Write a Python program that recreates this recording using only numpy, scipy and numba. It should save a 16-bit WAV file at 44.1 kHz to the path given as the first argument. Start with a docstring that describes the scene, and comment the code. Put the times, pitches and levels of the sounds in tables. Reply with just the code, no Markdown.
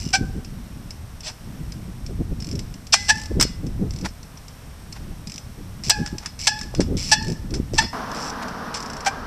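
"""Concrete walls by the sea, wind on the microphone; from 7.93 s a sea wall with the wash of the sea behind.
A trials bicycle hops on its back wheel. Pawl drops make the freewheel tick, and whir at pedal kicks.
On landing the rim brake grabs: stick-slip noise scrapes, harmonics honk briefly, rim and spokes ring on.
Coloured noise makes knocks, scuffs and cracks on the concrete, and the sea; narrow noise bands make
the brake pads squeak; low noise is wind. The microphone hisses with a thin whine until the sea wall."""
import sys
import numpy as np
from scipy import signal
from scipy.fft import rfft, irfft
from scipy.io import wavfile
from scipy.ndimage import uniform_filter1d
from numba import njit

SR = 44100
rng = np.random.default_rng(int(sys.argv[2]) if len(sys.argv) > 2 else 0)


def inscribe(sig):
    """Save sig as 16-bit PCM at rate SR to the path in sys.argv[1].

    A 1-D sig is mono; a 2-D sig holds one channel per row.
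    Samples are clipped to [-1, 1] before scaling.
    """
    pcm = np.round(np.clip(np.atleast_2d(sig).T, -1, 1) * 32767)
    wavfile.write(sys.argv[1], SR, pcm.astype(np.int16))


N = 408366
T_S = np.arange(N) / SR

# open air and microphone hiss, spectrum: f/Hz, relative level/dB
AIR_COLOUR = [(240, -31), (400, -2.5), (569, -2.5), (643, -2), (1200, -4.5), (1300, -5), (2670, -10.5),
              (4920, -13.5), (5560, -8), (6480, -16), (13700, -17.5), (14600, -25), (15500, -72)]
# wash of the sea, spectrum: f/Hz, relative level/dB
SEA_COLOUR = [(71, -24), (120, -6.5), (238, 1.5), (350, -10.5), (455, -4), (524, -8), (1000, -2),
              (1560, -6.5), (2200, -20), (4030, -25.5), (5570, -20.5), (6960, -34.5), (13800, -36.5),
              (15000, -62)]
# breeze strength as level of its rumble: t/s, level/dB
BREEZE = [(0.0, -33), (0.1, -33.5), (1.39, -43), (1.47, -36.5), (2.6, -35), (2.86, -41.5), (3.79, -32.5),
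          (4.28, -46), (5.13, -35.5), (5.21, -41), (6.03, -40), (6.29, -42.5), (6.81, -33.5), (7.43, -33.5),
          (7.79, -32), (7.94, -45), (8.97, -44.5), (9.26, -40)]
# gusts on top of the breeze, before rumble and flutter offsets: middle t/s, half width/s, level/dB
GUSTS = [(0.215, 0.04, -26), (0.37, 0.035, -30), (1.48, 0.022, -36.5), (1.64, 0.058, -37.5),
         (2.11, 0.027, -29.5), (2.21, 0.017, -20.5), (2.316, 0.017, -24.5), (2.54, 0.07, -27.5),
         (3.313, 0.013, -24.5), (3.391, 0.034, -17.5), (3.66, 0.048, -27), (3.835, .035, -18.5),
         (4.041, 0.036, -28.5), (5.085, 0.038, -34.5), (5.6, 0.023, -30.5), (5.88, 0.011, -25),
         (6.01, 0.041, -28), (6.146, 0.015, -28), (6.645, 0.023, -32), (6.8, 0.019, -17),
         (6.92, 0.051, -21), (7.3, 0.048, -24.5), (7.564, 0.045, -21.5), (7.745, 0.015, -22),
         (7.83, 0.023, -28)]
# single wind buffets: t/s, peak/dB, swing f/Hz
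BUFFETS = [(0.067, -18.5, 171), (0.213, -14.5, 154), (3.317, -19, 253), (3.453, -17, 238),
           (6.017, -15, 135), (6.13, -20, 162), (6.742, -22.5, 423), (6.7978, -4.5, 277), (7.223, -21, 130),
           (7.601, -14, 196), (7.737, -16, 284)]
# single pawl drops as the rider balances: t/s, level/dB
PAWL_CLICKS = [(0.4463, -33.5), (0.906, -29), (1.2056, -32.5), (1.7204, -31.5), (2.0627, -30.5),
               (2.591, -24), (2.7396, -34), (2.8679, -31.5), (3.666, -34.5), (4.4813, -35.5),
               (4.9247, -27.5), (6.182, -25), (6.5894, -26), (6.631, -30.5), (7.506, -35), (8.115, -31),
               (8.4818, -29)]
# freewheel runs, slow when rolling, a whir at a kick:
# start t/s, end t/s, first rate/(clicks/s), last rate/(clicks/s), level/dB
PAWL_RUNS = [(0.0, 0.11, 112, 49, -31), (2.4017, 2.562, 45.5, 48, -31), (2.971, 3.082, 142, 160, -32),
             (3.155, 3.262, 76, 32, -29.5), (3.9065, 4.03, 36, 44, -32.5), (4.086, 4.399, 8.2, 4.8, -37),
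             (5.2714, 5.389, 43, 50, -28.5), (5.836, 5.892, 137, 164, -27), (6.39, 6.474, 130, 150, -27.5),
             (6.969, 7.109, 190, 190, -27), (7.225, 7.332, 50, 61, -29), (7.7348, 7.767, 130, 130, -30),
             (8.146, 8.304, 123, 163, -31), (8.771, 9.049, 33, 24.6, -28)]
# pawl drop, spectrum: f/Hz, relative level/dB
PAWL_COLOUR = [(500, -7.5), (1500, -12), (2400, 0.5), (3600, -5), (4700, 3.5), (5400, 11), (6000, 6.5),
               (6700, -4), (7600, 2.5), (8800, -10), (11000, -14), (15000, -27)]
# tyre and frame knocks on concrete: t/s, level/dB, t60/s
KNOCKS = [(2.9371, -12, 0.076), (3.398, -14.5, 0.049), (3.41, -10, 0.047), (3.4251, -13.5, 0.041),
          (4.05, -32, 0.1), (6.061, -24, 0.026), (6.074, -30, 0.036), (6.259, -22, 0.035),
          (6.612, -24.5, 0.022), (6.7493, -21, 0.013), (6.804, -22, 0.073), (7.539, -27.5, 0.095),
          (8.741, -25.5, 0.14)]
# knock, spectrum: f/Hz, relative level/dB
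KNOCK_COLOUR = [(200, -28), (700, -10), (1500, 0.5), (3000, -5), (4300, -5), (5400, 7), (6600, -4),
                (7700, -3), (9500, -12.5), (15000, -50)]
# tyre thuds and scuffs, landing or pivoting: middle t/s, half width/s, level/dB
SCUFFS = [(1.295, 0.018, -40.5), (2.942, 0.0022, -13.5), (4.058, 0.012, -29), (4.965, 0.012, -41.5),
          (6.25, 0.043, -45.5), (6.812, 0.01, -35.5), (7.815, 0.041, -32), (8.43, 0.011, -33.5),
          (9.075, 0.016, -28.5)]
# rubber on concrete, spectrum: f/Hz, relative level/dB
RUBBER_COLOUR = [(300, -36), (650, 3), (900, 5.5), (1200, -2.5), (1800, 1), (3000, -8.5), (5400, -7),
                 (8000, -16), (14000, -30)]
# brake pad squeaks: middle t/s, half width/s, level/dB, f/Hz
PAD_SQUEAKS = [(0.06, 0.056, -51, 2870), (6.44, 0.039, -46, 2260), (7.005, 0.031, -47, 2260)]
# metal striking the wall edge: t/s, level/dB
CRACKS = [(3.409, -13), (3.4251, -15.5), (5.896, -11)]
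# blows that set the frame ringing: t/s, level/dB
JOLTS = [(2.94, -28.5), (3.412, -43.5), (7.79, -41)]
# long frame mode: f/Hz, level/dB, t60/s
FRAME_MODES = [(2019, -4, 0.75)]
# rim and sprocket modes: f/Hz, level/dB, t60/s
RIM_MODES = [(2258, -15, .25), (2463, -18, .25), (2642, -12, .25), (2864, -13, .3), (3440, -7, .3),
             (3790, -15, .3), (4344, 0, .27), (4976, -1, .34), (5204, 0, .32), (5530, -4, .33),
             (5955, -5, .22), (7300, -11, .2), (7476, -9, .26)]
# spoke harmonics: multiple of honk pitch, level/dB, t60/s
SPOKE_MODES = [(1, -5.5, 0.61), (2, -0.5, 0.52), (3, -11, 0.42)]
# brake grabs: t/s, rise/s, slide/s, scrape/dB, honk f/Hz, honk/dB, octave/dB, third harmonic/dB,
# spoke ring/dB, rim ring/dB
GRABS = [(0.128, 0.0079, 0.026, -19.5, 779, -24, -21.5, -24.5, -33.5, -51),
         (1.231, 0.042, 0.055, -33, 624, -47, -71, -51, -64, -44),
         (2.923, 0.015, 0.018, -11.5, 813.5, -28, -46, -23, -34.5, -31),
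         (3.082, 0.02, 0.02, -12.5, 865, -19.5, -11, -26, -28.5, -36.5),
         (5.896, 0.0058, 0.0095, -12, 842, -39, -27.5, -55, -27.5, -41),
         (6.469, 0.0017, 0.01, -11.5, 852, -28, -28, -48, -26.5, -30.5),
         (7.114, 0.0029, 0.019, -14, 878, -18, -17.5, -27.5, -25.5, -27),
         (7.778, 0.0098, 0.011, -14.5, 904, -15.5, -13.5, -28, -34, -28),
         (9.058, 0.007, 0.018, -24, 799, -19, -25, -29, -35, -57)]
# brake scrape, spectrum: f/Hz, relative level/dB
SCRAPE_COLOUR = [(300, -40.5), (700, -5), (1200, -14.5), (2000, -9), (2700, -4), (3800, -6.5), (4400, -2),
                 (5700, 2), (6100, -0.5), (6700, -12.5), (7700, -3.5), (9200, -18), (12000, -29.5),
                 (16000, -82)]

AIR_DB = -50.5
SEA_START_S, SEA_START_DB, SEA_FADE_DB_PER_S = 7.93, -30, 4.5
RIM_RING_DB = -27.5  # re the knock or crack that starts it
HONK_JITTER_RATIO, HONK_SAG_RATIO = 0.016, 0.025  # shares of honk pitch
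TOP_HZ = 15000


def undb(db):
    """Decibels to gain."""
    return 10 ** (np.asarray(db) / 20)


def unit(x):
    """Scale to rms 1."""
    return x / np.sqrt(np.mean(x ** 2))


def fade(t_s, t60_s):
    """Exponential decay from t = 0, held at 1 before."""
    return np.exp(-np.log(1000) * np.maximum(t_s, 0) / t60_s)


def add(out, start_s, x):
    """Mix x into out from start_s on."""
    i = max(int(start_s * SR), 0)
    out[i:i + len(x)] += x[:N - i]


def colour(x, points):
    """Minimum-phase filter through (Hz, dB) points, unit power gain for white noise."""
    hz, db = np.transpose(points)
    size = 2048
    f_hz = np.maximum(np.fft.rfftfreq(size, 1 / SR), 1)
    cepstrum = irfft(np.log(undb(np.interp(np.log(f_hz), np.log(hz), db))))
    # fold the cepstrum to make the response causal
    cepstrum[1:size // 2] *= 2
    cepstrum[size // 2 + 1:] = 0
    response = irfft(np.exp(rfft(cepstrum)))
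    return signal.fftconvolve(x, response / np.linalg.norm(response))[:len(x)]


def walk(rate_hz, size=N):
    """Smooth random wandering, spread near 1: twice-averaged random steps."""
    k = max(int(SR / rate_hz), 1)
    steps = np.repeat(rng.standard_normal(size // k + 1), k)
    return unit(uniform_filter1d(uniform_filter1d(steps, k), k)[:size])


@njit
def lowpass(x, edge_hz):
    """Two-pole low-pass with a moving edge."""
    y, b, l = np.empty(len(x)), 0., 0.
    for i in range(len(x)):
        g = np.tan(np.pi * edge_hz[i] / SR)
        v = (b + g * (x[i] - l)) / (1 + g * (g + 1.414))
        y[i] = l + g * v
        b, l = 2 * v - b, 2 * y[i] - l
    return y


def band(lo_hz, hi_hz):
    """Noise between two edges, rms 1."""
    sos = signal.butter(2, [lo_hz, hi_hz], "band", fs=SR, output="sos")
    return unit(signal.sosfilt(sos, rng.standard_normal(N)))


def swells(rows):
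    """Sum of Gaussian gain bumps: middle t/s, half width/s (to 1/e), level/dB."""
    return sum(undb(db) * np.exp(-((T_S - mid_s) / width_s) ** 2) for mid_s, width_s, db in rows)


def burst(t60_s, tail_db, tail_t60_s, rise_s=0.00078):
    """Noise clatter: fast decay plus a faint longer tail."""
    t_s = T_S[:SR // 4]
    decay = fade(t_s, t60_s) + undb(tail_db) * fade(t_s, tail_t60_s)
    return rng.standard_normal(len(t_s)) * np.minimum(t_s / rise_s, 1) * decay


def ring(modes, spread_ratio, swell_s, count):
    """Decaying modes, each made of count randomly detuned tones; close tones beat."""
    out, t_s = 0, T_S[:SR * 3 // 4]
    for hz, db, t60_s in modes:
        pitch_hz = hz * (1 + spread_ratio * rng.standard_normal((count, 1)))
        start_cycles = rng.random((count, 1))
        tones = np.sin(2 * np.pi * (pitch_hz * t_s + start_cycles)).sum(axis=0)
        decay = fade(t_s, t60_s)
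        out = out + undb(db) * unit(tones * decay) * np.sqrt(np.mean(decay ** 2))
    return out * np.minimum(t_s / swell_s, 1)


def resonate(x, width_hz, gain=1.0):
    """Excitation lifted at the rim modes by parallel resonators, at half the modes' dB."""
    peaks = 0
    for hz, db, _ in RIM_MODES:
        b, a = signal.iirpeak(hz, hz / width_hz, fs=SR)
        peaks = peaks + undb(db / 2) * signal.lfilter(b, a, x)
    return (x + gain * peaks) / np.sqrt(1 + gain / 2)


def air_and_hiss(whine_db=-66):
    """Open air of wavering level, plus microphone hiss with a thin steady whine."""
    air = undb(AIR_DB + 0.5 * walk(4.24)) * colour(rng.standard_normal(N), AIR_COLOUR)
    return air + undb(whine_db) * band(8080, 8280)


def sea(waver_db=0.75):
    """Wash of the sea: wavering coloured noise that ebbs slowly."""
    ebb_db = SEA_START_DB - SEA_FADE_DB_PER_S * (T_S - SEA_START_S)
    return undb(ebb_db + waver_db * walk(21)) * colour(rng.standard_normal(N), SEA_COLOUR)


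def background():
    """Open air and microphone hiss, cut to the sea at SEA_START_S."""
    return np.where(T_S < SEA_START_S, air_and_hiss(), sea())


def flutter(force, edge_hz, db_per_octave, eddy_db, low_hz, top_hz, calm_db=-38):
    """Small eddies on the microphone: stronger wind raises their low-pass edge."""
    force_db = 20 * np.log10(force + 1e-9)
    moving_hz = np.clip(edge_hz * 2 ** ((force_db - calm_db) / db_per_octave), 100, 900)
    eddies = lowpass(band(low_hz, top_hz), moving_hz) / np.sqrt(moving_hz / edge_hz)
    return force * eddies * unit(undb(eddy_db * walk(90)))


def buffets():
    """Single pressure swings, up then down."""
    out = np.zeros(N)
    for mid_s, db, hz in BUFFETS:
        u = 2 * np.pi * hz * (T_S - mid_s)
        out -= undb(db) * u * np.exp((1 - u ** 2) / 2)
    return out


def wind(breeze_rumble_db=0.0, breeze_flutter_db=-1, gust_rumble_db=-7, gust_flutter_db=4,
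         rumble_spread_ratio=2.1, waver_db=1, lull_db=2):
    """Wavering breeze rumbles and flutters on the microphone; gusts and buffets ride on it."""
    breeze = undb(np.interp(T_S, *np.transpose(BREEZE)))
    # large eddies of a gust come earlier and leave later than small ones
    surges = swells([(s, width_s * rumble_spread_ratio, db + gust_rumble_db) for s, width_s, db in GUSTS])
    rumble_gain = np.hypot(breeze * undb(breeze_rumble_db + waver_db * walk(9.8)), surges)
    rumble = band(17, 91) * rumble_gain
    breeze_flutter = flutter(breeze * undb(breeze_flutter_db + lull_db * walk(22)), edge_hz=195,
                             db_per_octave=51, eddy_db=3.0, low_hz=103.5, top_hz=295)
    gust_flutter = flutter(swells(GUSTS) * undb(gust_flutter_db), edge_hz=163,
                           db_per_octave=26, eddy_db=3.0, low_hz=99, top_hz=463)
    return rumble + breeze_flutter + gust_flutter + buffets()


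def freewheel(uneven_ratio=0.1, scatter_db=1.44, first_db=1.0):
    """Pawls drop into ratchet teeth, singly or in uneven runs; run rate follows the wheel."""
    out, drops = np.zeros(N), list(PAWL_CLICKS)
    for start_s, end_s, first_rate_hz, last_rate_hz, db in PAWL_RUNS:
        drops.append((start_s, db + first_db))
        s = start_s
        for slip, size in rng.standard_normal((40, 2)):
            gap_s = 1 / np.interp(s, [start_s, end_s], [first_rate_hz, last_rate_hz])
            s += gap_s
            if s < end_s:
                drops.append((s + uneven_ratio * slip * gap_s, db + scatter_db * size))
    for s, db in drops:
        add(out, s, undb(db) * burst(t60_s=0.026, tail_db=-22.5, tail_t60_s=0.39, rise_s=0.0012))
    return resonate(colour(out, PAWL_COLOUR), width_hz=41, gain=1.3)


def knocks():
    """Tyre and frame hit concrete: noise bursts lifted at the rim modes."""
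    out = np.zeros(N)
    for s, db, t60_s in KNOCKS:
        add(out, s, undb(db) * burst(t60_s, tail_db=-24.0, tail_t60_s=0.37))
    return resonate(colour(out, KNOCK_COLOUR), width_hz=75)


def cracks():
    """Metal strikes the wall edge: sharp bursts across the treble."""
    out = np.zeros(N)
    for s, db in CRACKS:
        add(out, s, undb(db) * burst(t60_s=0.035, tail_db=-30, tail_t60_s=0.15))
    # f/Hz, relative level/dB
    return colour(out, [(1000, 1), (5000, -9), (8000, 10), (10000, -8), (15000, -8)])


def scuffs_and_pad_squeaks(grit_db=3, squeak_spread_hz=90):
    """Scuff noise of rubber on concrete, and narrow-band squeaks of the brake pads; random grit roughens both."""
    grit = undb(grit_db * walk(300))
    squeaks = np.zeros(N)
    for *swell, hz in PAD_SQUEAKS:
        squeaks += swells([swell]) * band(hz - squeak_spread_hz, hz + squeak_spread_hz)
    scuffs = colour(swells(SCUFFS) * grit * rng.standard_normal(N), RUBBER_COLOUR)
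    return scuffs + squeaks * grit


def frame():
    """The frame's long mode rings after the jolts."""
    out = np.zeros(N)
    for s, db in JOLTS:
        add(out, s, undb(db) * ring(FRAME_MODES, spread_ratio=0.00082, swell_s=0.0035, count=1))
    return out


def rim(strike_db=2.0):
    """Grabs, knocks and cracks ring the rim; mode levels vary with the point struck, drawn at random."""
    out = np.zeros(N)
    blows = [(s, db) for s, *_, db in GRABS]
    blows += [(s, db + RIM_RING_DB) for s, db, *_ in KNOCKS + CRACKS]
    for s, rim_db in blows:
        modes = [(hz, db + strike_db * rng.standard_normal(), t60_s) for hz, db, t60_s in RIM_MODES]
        add(out, s, undb(rim_db) * ring(modes, spread_ratio=0.00331, swell_s=0.0028, count=3))
    return out


def spokes():
    """Each grab plucks the spokes, detuned by small tension differences."""
    out = np.zeros(N)
    for s, _, _, _, hz, *_, spoke_db, _ in GRABS:
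        modes = [(k * hz, db, t60_s) for k, db, t60_s in SPOKE_MODES]
        add(out, s, undb(spoke_db) * ring(modes, spread_ratio=0.019, swell_s=0.012, count=16))
    return out


def grip(t_s, rise_s, slide_s, t60_s):
    """Pad force: ramps up on the bite, decays once the slide time is over."""
    return np.clip(t_s / rise_s, 0, 1) * fade(t_s - slide_s, t60_s)


def brake(lag_s=0.0027, scrape_t60_s=0.036, honk_t60_s=0.075, settle_s=0.037,
          slip_depth_ratio=0.99, tail_db=-28, tail_t60_s=0.81):
    """Pads stick and slip on the rim: scrape first, then a honk climbing to spoke pitch."""
    scrape, honk, t_s = np.zeros(N), np.zeros(N), T_S[:SR // 2]
    for s, rise_s, slide_s, scrape_db, hz, *harmonics_db, _, _ in GRABS:
        sag = HONK_SAG_RATIO * np.exp(-t_s / settle_s)
        pitch_hz = hz * (1 - sag + HONK_JITTER_RATIO * walk(372, len(t_s)))
        phase = 2 * np.pi * np.cumsum(pitch_hz) / SR
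        slips = 1 + slip_depth_ratio * np.cos(phase)
        # a longer slide also decays more gently
        force = grip(t_s, rise_s, slide_s, scrape_t60_s + slide_s)
        force = force + undb(tail_db) * grip(t_s, rise_s, slide_s, tail_t60_s)
        add(scrape, s, undb(scrape_db) * force * slips * rng.standard_normal(len(t_s)))
        tone = sum(undb(db) * np.sin((k + 1) * phase) for k, db in enumerate(harmonics_db))
        # the honk feeds itself: squared envelope, gentle start; squaring halves the doubled t60
        swell = grip(t_s - lag_s, rise_s, slide_s, 2 * honk_t60_s) ** 2
        add(honk, s, np.sqrt(2) * tone * swell)
    return resonate(colour(scrape, SCRAPE_COLOUR), width_hz=44) + honk


def scene():
    """Bicycle in the open air, one channel."""
    surroundings = background() + wind()
    contacts = knocks() + cracks() + scuffs_and_pad_squeaks()
    bicycle = freewheel() + contacts + frame() + rim() + spokes() + brake()
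    return (surroundings + bicycle)[None]


def record(dry):
    """Tanh rounds the loudest peaks; an elliptic low-pass cuts above TOP_HZ."""
    rounded = 1.392 * np.tanh(dry / 1.222)
    return signal.sosfilt(signal.ellip(8, 0.2, 70, TOP_HZ, fs=SR, output="sos"), rounded)


dry = scene()
out = record(dry)
inscribe(out)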